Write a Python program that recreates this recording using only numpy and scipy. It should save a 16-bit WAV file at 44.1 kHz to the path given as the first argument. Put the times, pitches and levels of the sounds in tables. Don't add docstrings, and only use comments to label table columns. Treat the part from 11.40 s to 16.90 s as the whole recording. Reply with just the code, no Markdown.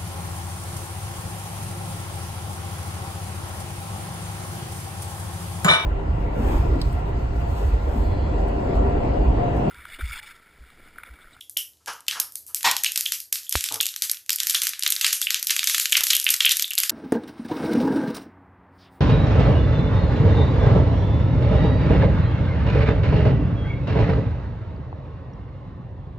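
import sys
import numpy as np
from scipy import signal
from scipy.fft import rfft, irfft
from scipy.io import wavfile
from scipy.ndimage import uniform_filter1d, minimum_filter1d

SR = 44100
rng = np.random.default_rng(int(sys.argv[2]) if len(sys.argv) > 2 else 0)


def pcm_store(signal):
    levels = np.round(np.clip(np.atleast_2d(signal), -1, 1) * 32767)
    wavfile.write(sys.argv[1], SR, levels.astype(np.int16).T)


N = 242766
# (time [s], nominal energy per ms [dB], snap pitch [Hz],
# relative room share [dB], high when it bursts away from the phone)
SEED_POPS = [(0.0096, -38.5, 11000, 3.5), (0.0967, -29.5, 15000, -1), (0.1721, -14, 10600, 2),
             (0.4608, -35.5, 7000, 10), (0.535, -40, 11000, 4), (0.6066, -40, 10500, -7),
             (0.667, -44, 6000, 2), (0.6828, -11.0, 6100, -6), (0.712, -20, 4050, 4.5),
             (0.8005, -9.5, 10400, -4), (0.9223, -35.5, 15000, 2), (0.9563, -22.5, 11800, 0),
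             (1.0661, -36.5, 14000, 11.5), (1.1468, -15, 10700, 2), (1.1698, -38, 5500, 6),
             (1.2308, -22, 7600, 2.5), (1.3133, -12, 6900, -8), (1.367, -15.5, 6700, 0.5),
             (1.437, -12.5, 9800, -11), (1.4459, -12.5, 5500, 3.5), (1.5203, -20.5, 8900, -1),
             (1.56, -9, 6600, -14), (1.5763, -11.5, 8400, -0.5), (1.6096, -15.5, 8600, -1.5),
             (1.658, -21.5, 7400, 7), (1.7216, -13, 7300, 2), (1.8032, -24.5, 10300, -0.5),
             (1.9273, -7, 8500, -4), (1.9603, -30, 6200, 8), (2.033, -36.5, 8500, 9.5),
             (2.0945, -18, 15000, -2), (2.1257, -14.5, 7700, 1.5), (2.158, -16.5, 5930, 5.5),
             (2.2087, -19.5, 6960, 1.5), (2.2411, -16, 6600, 3), (2.2624, -24, 6200, 3),
             (2.2886, -21.5, 4630, 1), (2.324, -20.5, 7600, 0), (2.343, -18, 8600, -3),
             (2.3585, -25, 6200, -8), (2.4105, -12, 7760, -3), (2.4302, -19.5, 9800, -10),
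             (2.4567, -18.5, 7560, -7), (2.4667, -16.5, 7000, 0), (2.4894, -26, 6200, -4),
             (2.5406, -31, 4230, -16), (2.5628, -21.5, 7200, -1), (2.622, -9, 7240, -0.5),
             (2.6976, -17, 6500, -3.5), (2.715, -8.5, 14600, -12), (2.7693, -40, 13000, -17),
             (2.863, -40.5, 7870, 1), (2.8949, -13.5, 5840, -22), (2.905, -13, 7060, 2),
             (2.9311, -17, 9400, -11), (2.96, -16.5, 13500, -11), (2.986, -25, 5600, 7),
             (3.0024, -12.5, 6100, -3.5), (3.0335, -18, 7500, -0.5), (3.0706, -8.5, 8300, -3.5),
             (3.0978, -2, 8260, -15), (3.1084, -10, 8550, -7.5), (3.1475, -8.5, 6200, 0),
             (3.2192, -10, 6400, 0), (3.2351, -16.5, 14000, -10), (3.27, -11.5, 6600, -2.5),
             (3.292, -19, 14000, -15), (3.3351, -25, 3520, 2), (3.3945, -22, 9300, -8),
             (3.4251, -19, 4930, -4), (3.4354, -15.5, 6400, 1.5), (3.4642, -11, 3560, -2.5),
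             (3.4778, -14.5, 8660, -8), (3.5041, -7.5, 11700, -9), (3.5232, -5.5, 6400, -10),
             (3.5644, -18.5, 5160, 1), (3.6125, -3, 5740, -7.5), (3.6464, -8, 4140, 0),
             (3.6658, -11, 6100, 2.5), (3.73, -5.5, 7700, -2.5), (3.8164, -10.5, 8240, -1.5),
             (3.906, -10.5, 5760, -1.5), (3.945, -11.5, 5000, 0.5), (4.028, -17, 8600, -7),
             (4.071, -9.5, 8300, -2.5), (4.0969, -17.5, 2940, -12), (4.1074, -4.5, 5370, -4),
             (4.1654, -11.5, 5800, -1.5), (4.1933, -13, 4100, -2), (4.2314, -18.5, 4000, 0),
             (4.2426, -11.5, 7800, -7), (4.2743, -2.5, 7000, -4), (4.2982, -9.5, 6030, 0.5),
             (4.3471, -4, 5450, -6), (4.3819, -15, 6450, -10), (4.3992, -12.5, 7000, 5),
             (4.457, -10, 4950, -6.5), (4.5236, -5, 6070, -5.5), (4.5693, 0.5, 6500, -12.5),
             (4.608, -15, 6250, -8), (4.6392, -8.5, 8600, -4), (4.6691, -14.5, 7460, 4.5),
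             (4.705, 1.5, 5200, -8.5), (4.733, -9.5, 12900, -11), (4.7516, -7, 8500, -9),
             (4.7666, -11, 10600, -6), (4.7999, -11, 8600, -14), (4.8436, -16.5, 14300, -1),
             (4.8909, -7.5, 4500, -6.5), (4.905, -1.5, 9400, -7.5), (4.9412, -10, 7700, -20),
             (5.0056, -11.5, 4400, 3), (5.0546, -5.5, 10400, -12), (5.094, -12, 6100, 5.5),
             (5.1185, -0.5, 6800, -16), (5.17, -11.5, 9400, -4), (5.1972, -14.5, 6000, -1),
             (5.224, -9.5, 8500, -17), (5.307, -20.5, 15000, -11), (5.3346, -22.5, 7500, -9),
             (5.3535, -22, 11700, -12), (5.3797, -12.5, 4560, 1.5), (5.3845, -4.5, 9100, -22),
             (5.4023, -13, 11800, -0.5), (5.435, -7.5, 6600, -5.5), (5.4955, -4.5, 7600, 3)]
LEAD_S = 0.004


def undb(db):
    return 10 ** (np.asarray(db) / 20)


def seconds(length_s):
    return np.arange(int(length_s * SR)) / SR


def burst_level(x, db):
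    energy_per_ms = np.sum(x ** 2) / (SR / 1000)
    return x * undb(db) / np.sqrt(energy_per_ms + 1e-18)


def add(out, start_s, x):
    i = max(int(start_s * SR), 0)
    part = x[:max(len(out) - i, 0)]
    out[i:i + len(part)] += part


def on_log_axis(hz, points):
    at_hz, value = np.transpose(points)
    return np.interp(np.log(hz + 1), np.log(at_hz), value)


def bins(size):
    return np.fft.rfftfreq(size, 1 / SR)


def burner():
    # (frequency [Hz], relative level [dB])
    spectrum_points = [(25, -53.5), (50, -25), (80, -3.5), (115, -8.5), (190, -20.5), (320, -14.5),
                       (800, -22.5), (1900, -34), (6000, -21), (14000, -27.5)]
    # (time [s], RMS level [dB])
    level_points = [(0, -66.5), (1.4, -61.5), (1.9, -69), (2.8, -70.5), (5.5, -71.5)]
    noise = rfft(rng.standard_normal(N))
    flame = irfft(noise * undb(on_log_axis(bins(N), spectrum_points)), N)
    level_db = np.interp(np.arange(N) / SR, *np.transpose(level_points))
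    return flame / flame.std() * undb(level_db)


def knocked_things(rise_s=0.0066, size=32768):
    knocks = [(0.4, -68, 0.028, "cup"), (0.472, -29, 0.016, "cup"), (0.719, -48, 0.024, "cup"),
              (0.748, -35.5, 0.031, "cup"), (1.083, -56.5, 0.026, "cup"), (1.242, -15.5, 0.033, "lid"),
              (2.305, -39.5, 0.063, "board"), (4.602, -40, .002, "cup")]
    resonances = {"cup": [(461, 28, -9.5), (540, 44, -8.5), (952, 260, 0.5), (1277, 260, 3.5),
                  (1610, 260, -1.5), (2260, 2300, -13.5), (2970, 470, -7.5), (5600, 3000, -11.5),
                  (10200, 160, -6)], "lid": [(250, 69, -25), (500, 115, -39), (815, 120, 1.5),
                  (1013, 274, 1.5), (1493, 330, -5.5), (1870, 120, 3.5), (2520, 1000, -4.5),
                  (3430, 460, -5.5), (4110, 1700, -6), (5400, 580, -7), (7060, 3300, -12),
                  (12500, 3770, -16.5)], "board": [(109, 22, -4), (284, 28, -4.5), (449, 27, 2.5),
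                  (644, 170, -7), (870, 42, 1.5), (1070, 640, -5)]}
    ring_t60_s = {"cup": .28, "lid": .28, "board": .17}
    out, t, hz = np.zeros(N), np.arange(size) / SR, bins(size)
    for start_s, db, rattle_s, ring_set in knocks:
        power = np.zeros(len(hz))
        for f, width_hz, gain_db in resonances[ring_set]:
            power += undb(2 * gain_db) / (1 + ((hz - f) / (width_hz / 2)) ** 2) ** 2
        ring = irfft(np.sqrt(power) * np.exp(2j * np.pi * rng.random(len(hz))))
        decay = np.exp(-np.log(1000) * np.maximum(t - rattle_s, 0) / ring_t60_s[ring_set])
        shape = np.minimum(t / rise_s, 1) * decay
        knock = shape * ring
        add(out, start_s, undb(db) * knock * shape.std() / knock.std())
    return out


def droplet(tick_s=0.000086):
    # (time [s], tick envelope peak [dB], thud envelope peak [dB])
    landings = [(2.1547, 40, -20.5), (4.606, -21.5, -55)]
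    out, t = np.zeros(N), seconds(0.15)
    thud_hz, thud_s, delay_s = 66, 0.0062, 0.0016
    tick_age, thud_age = t / tick_s, t / thud_s
    tick = -tick_age * np.exp(1 - tick_age) * np.cos(tick_age / 2)
    thud = np.sin(2 * np.pi * thud_hz * t) * thud_age * np.exp(1 - thud_age)
    for start_s, tick_db, thud_db in landings:
        add(out, start_s, undb(tick_db) * tick)
        add(out, start_s + delay_s, undb(thud_db) * thud)
    return out


def kitchen(build_s=0.015, early=0.17, size=16384):
    # (lowest frequency [Hz], 60 dB decay [s])
    decays = [(0, 0.28), (2000, 0.23), (4500, 0.26), (9000, 0.27)]
    t, hz = np.arange(size) / SR, bins(size)
    noise = rfft(rng.standard_normal(size))
    tops_hz = [lo for lo, _ in decays[1:]] + [SR]
    tail = np.zeros(size)
    for (lo, t60_s), hi in zip(decays, tops_hz):
        band = irfft(noise * (hz >= lo) * (hz < hi))
        tail += band * np.exp(-np.log(1000) * t / t60_s)
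    tail *= np.minimum(early + (t / build_s) ** 2, 1) * (t > 0.002)
    return tail / np.sqrt(np.sum(tail ** 2))


def coloured(x, band_db):
    # (low [Hz], high [Hz])
    band_edges = [(100, 4300), (4300, 8500), (8500, 14500)]
    # (frequency [Hz], gain [dB])
    pan_colour = [(200, -46), (600, -39), (850, -29), (1250, -13), (1700, -6.5), (3100, 1.5), (4500, 3),
                  (6300, 6), (9000, 2.5), (12500, 9), (16000, 1.5)]
    hz, out = bins(len(x)), np.zeros(len(x))
    spectrum = rfft(x) * undb(on_log_axis(hz, pan_colour))
    for (lo, hi), db in zip(band_edges, band_db):
        mask = 1 / (1 + (hz / hi) ** 12) - 1 / (1 + (hz / lo) ** 12)
        out += burst_level(irfft(spectrum * mask), db)
    return out


def snap_bands(db, pitch_hz, fall_db=5):
    # (centre [Hz], how well the pan radiates it, relative [dB])
    pan_bands = [(3000, 1.5), (6200, -2.5), (11500, 1)]
    centre_hz, pan_db = np.transpose(pan_bands)
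    band_db = pan_db - fall_db * np.log2(centre_hz / pitch_hz) ** 2
    return db + band_db - 10 * np.log10(np.sum(undb(band_db) ** 2))


def echo_ripple(size, ripple_db=3.04, width_hz=600):
    points_hz = np.arange(0, SR / 2 + width_hz, width_hz)
    ripple = rng.standard_normal(len(points_hz))
    return undb(ripple_db * np.interp(bins(size), points_hz, ripple))


def burst(band_db, snap_s=0.00011, pan_s=0.0053, pan_db=-18, split_s=0.0013, split_db=-14, vary_db=4, size=768):
    t = np.arange(size) / SR - LEAD_S
    length_s = snap_s * undb(vary_db * rng.uniform(0.1, 1))
    lead_s = split_s * rng.uniform(0.33, 1.6)
    age = np.maximum([t, t + lead_s], 0) / length_s
    snap, crack = age * np.exp(1 - age)
    rattle = np.exp(-np.abs(t) / pan_s) * (t > 0)
    crack_gain = undb(split_db + vary_db * rng.standard_normal())
    shape = snap + crack_gain * crack + undb(pan_db) * rattle
    return coloured(shape * rng.standard_normal(size), band_db)


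def crackle(rooms, scatter_db=5, pitch_hz=7000, spread_octaves=0.44, room_db=-6):
    # (time [s], rate [1/s], typical level [dB])
    heating = [(0, 3, -60), (1.1, 8, -52), (2.85, 10, -55.5), (3.1, 70, -34), (4.1, 90, -30.5),
               (4.7, 120, -28), (5.5, 90, -29)]
    spits_per_pop, spit_delay_s, spit_db = 2, 0.03, -21
    hot_s = 1.4
    ceiling_db = 11
    s, rate, db = np.transpose(heating)
    t, out = np.arange(N) / SR, np.zeros(N)
    starts_s = t[rng.random(N) < np.interp(t, s, rate) / SR]
    bursts = [(at, np.interp(at, s, db)) for at in starts_s]
    for at, pop_db, *_ in SEED_POPS:
        spits = rng.poisson(spits_per_pop * min(at / hot_s, 1) ** 2)
        for delay_s in rng.gamma(2, spit_delay_s / 2, spits):
            bursts.append((at + delay_s, pop_db + spit_db))
    for at, typical_db in bursts:
        strength, pitch = rng.standard_normal(2)
        burst_db = typical_db + min(scatter_db * strength, ceiling_db)
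        burst_hz = pitch_hz * 2 ** (spread_octaves * pitch)
        add(out, at, burst(snap_bands(burst_db, burst_hz)))
    return out + undb(room_db) * signal.fftconvolve(out, rooms[0])[:N]


def bubbles(rooms, lag_s=0.001816, after=0.36, spread=0.09, direct_db=0.1, room_db=2.0, count=2):
    # (time [s], nominal energy per ms [dB], pitch [Hz], relative room share [dB])
    plips = [(0.0105, -30.5, 3340, -6), (0.1683, -17, 3030, -2), (0.6822, -12, 3120, -6.5),
             (1.4626, -12, 2780, -7.5), (1.6615, -12, 3300, -10), (2.0672, -36, 3360, -2),
             (2.4039, -10, 3440, -9), (2.4336, -19.5, 2820, -6), (3.1517, -9.5, 3450, -9.5),
             (3.8261, -17, 3410, -7), (3.8698, -10.5, 2800, -7), (4.5283, -6, 3000, -9),
             (4.5532, -4, 2760, -7), (4.7324, -5, 3200, -7), (4.8662, -5.5, 2790, -4.5),
             (5.0072, -6.5, 3230, -8), (5.0488, -6.5, 3040, -1), (5.0629, -4.5, 3030, -8),
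             (5.1112, -9.5, 3670, -8), (5.2437, -14.5, 3570, -9), (5.31, -18.5, 2860, -5.5)]
    out, t = np.zeros(N), seconds(0.012)
    rise_s = 0.00025
    ring_0db_s, ring_growth = 0.0002, 1
    longest_s = 0.0015
    no_bass = signal.butter(4, 1500, "high", fs=SR, output="sos")
    for k, (start_s, db, hz, share_db) in enumerate(plips):
        ring_s = min(ring_0db_s * undb(-ring_growth * db), longest_s)
        shape = (1 - np.exp(-t / rise_s)) * np.exp(-t / ring_s)
        ring = signal.sosfilt(no_bass, np.sin(2 * np.pi * hz * t) * shape)
        cluster = ring.copy()
        for j in range(count):
            pocket_hz = hz * (1 + spread * (-1) ** (j + k) * rng.uniform(0.17, 1.5))
            pocket = signal.sosfilt(no_bass, np.sin(2 * np.pi * pocket_hz * t) * shape)
            add(cluster, lag_s * (j + rng.uniform(0.5, 1)), after * pocket)
        add(out, start_s, burst_level(cluster, db + direct_db))
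        to_room = burst_level(ring, db + room_db + share_db)
        add(out, start_s, signal.fftconvolve(to_room, rooms[k % len(rooms)]))
    return out


def seeds(rooms, direct_db=2.44, room_db=-2.27, rise_s=0.00025, size=768):
    out, click = np.zeros(N), signal.unit_impulse(size, int(LEAD_S * SR))
    for k, (snap_at_s, db, hz, share_db) in enumerate(SEED_POPS):
        band_db, start_s = snap_bands(db, hz), snap_at_s - LEAD_S - rise_s
        add(out, start_s, undb(direct_db) * burst(band_db))
        to_room = coloured(irfft(rfft(click) * echo_ripple(size)), band_db)
        echo = signal.fftconvolve(to_room, rooms[k % len(rooms)])
        add(out, start_s, undb(room_db + share_db) * echo)
    return out


def scene(count=12):
    rooms = [kitchen() for _ in range(count)]
    background = burner() + knocked_things() + droplet()
    mono = background + crackle(rooms) + bubbles(rooms) + seeds(rooms)
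    return np.array([mono, mono])


def record(dry, size=33):
    ceiling, top_hz = 0.84, 14150
    gain = minimum_filter1d(ceiling / np.maximum(np.abs(dry), ceiling), 2 * size - 1)
    gain = uniform_filter1d(uniform_filter1d(gain, size), size)
    low_pass = signal.ellip(8, 0.2, 70, top_hz, fs=SR, output="sos")
    return signal.sosfilt(low_pass, dry * gain)


dry = scene()
out = record(dry)
pcm_store(out)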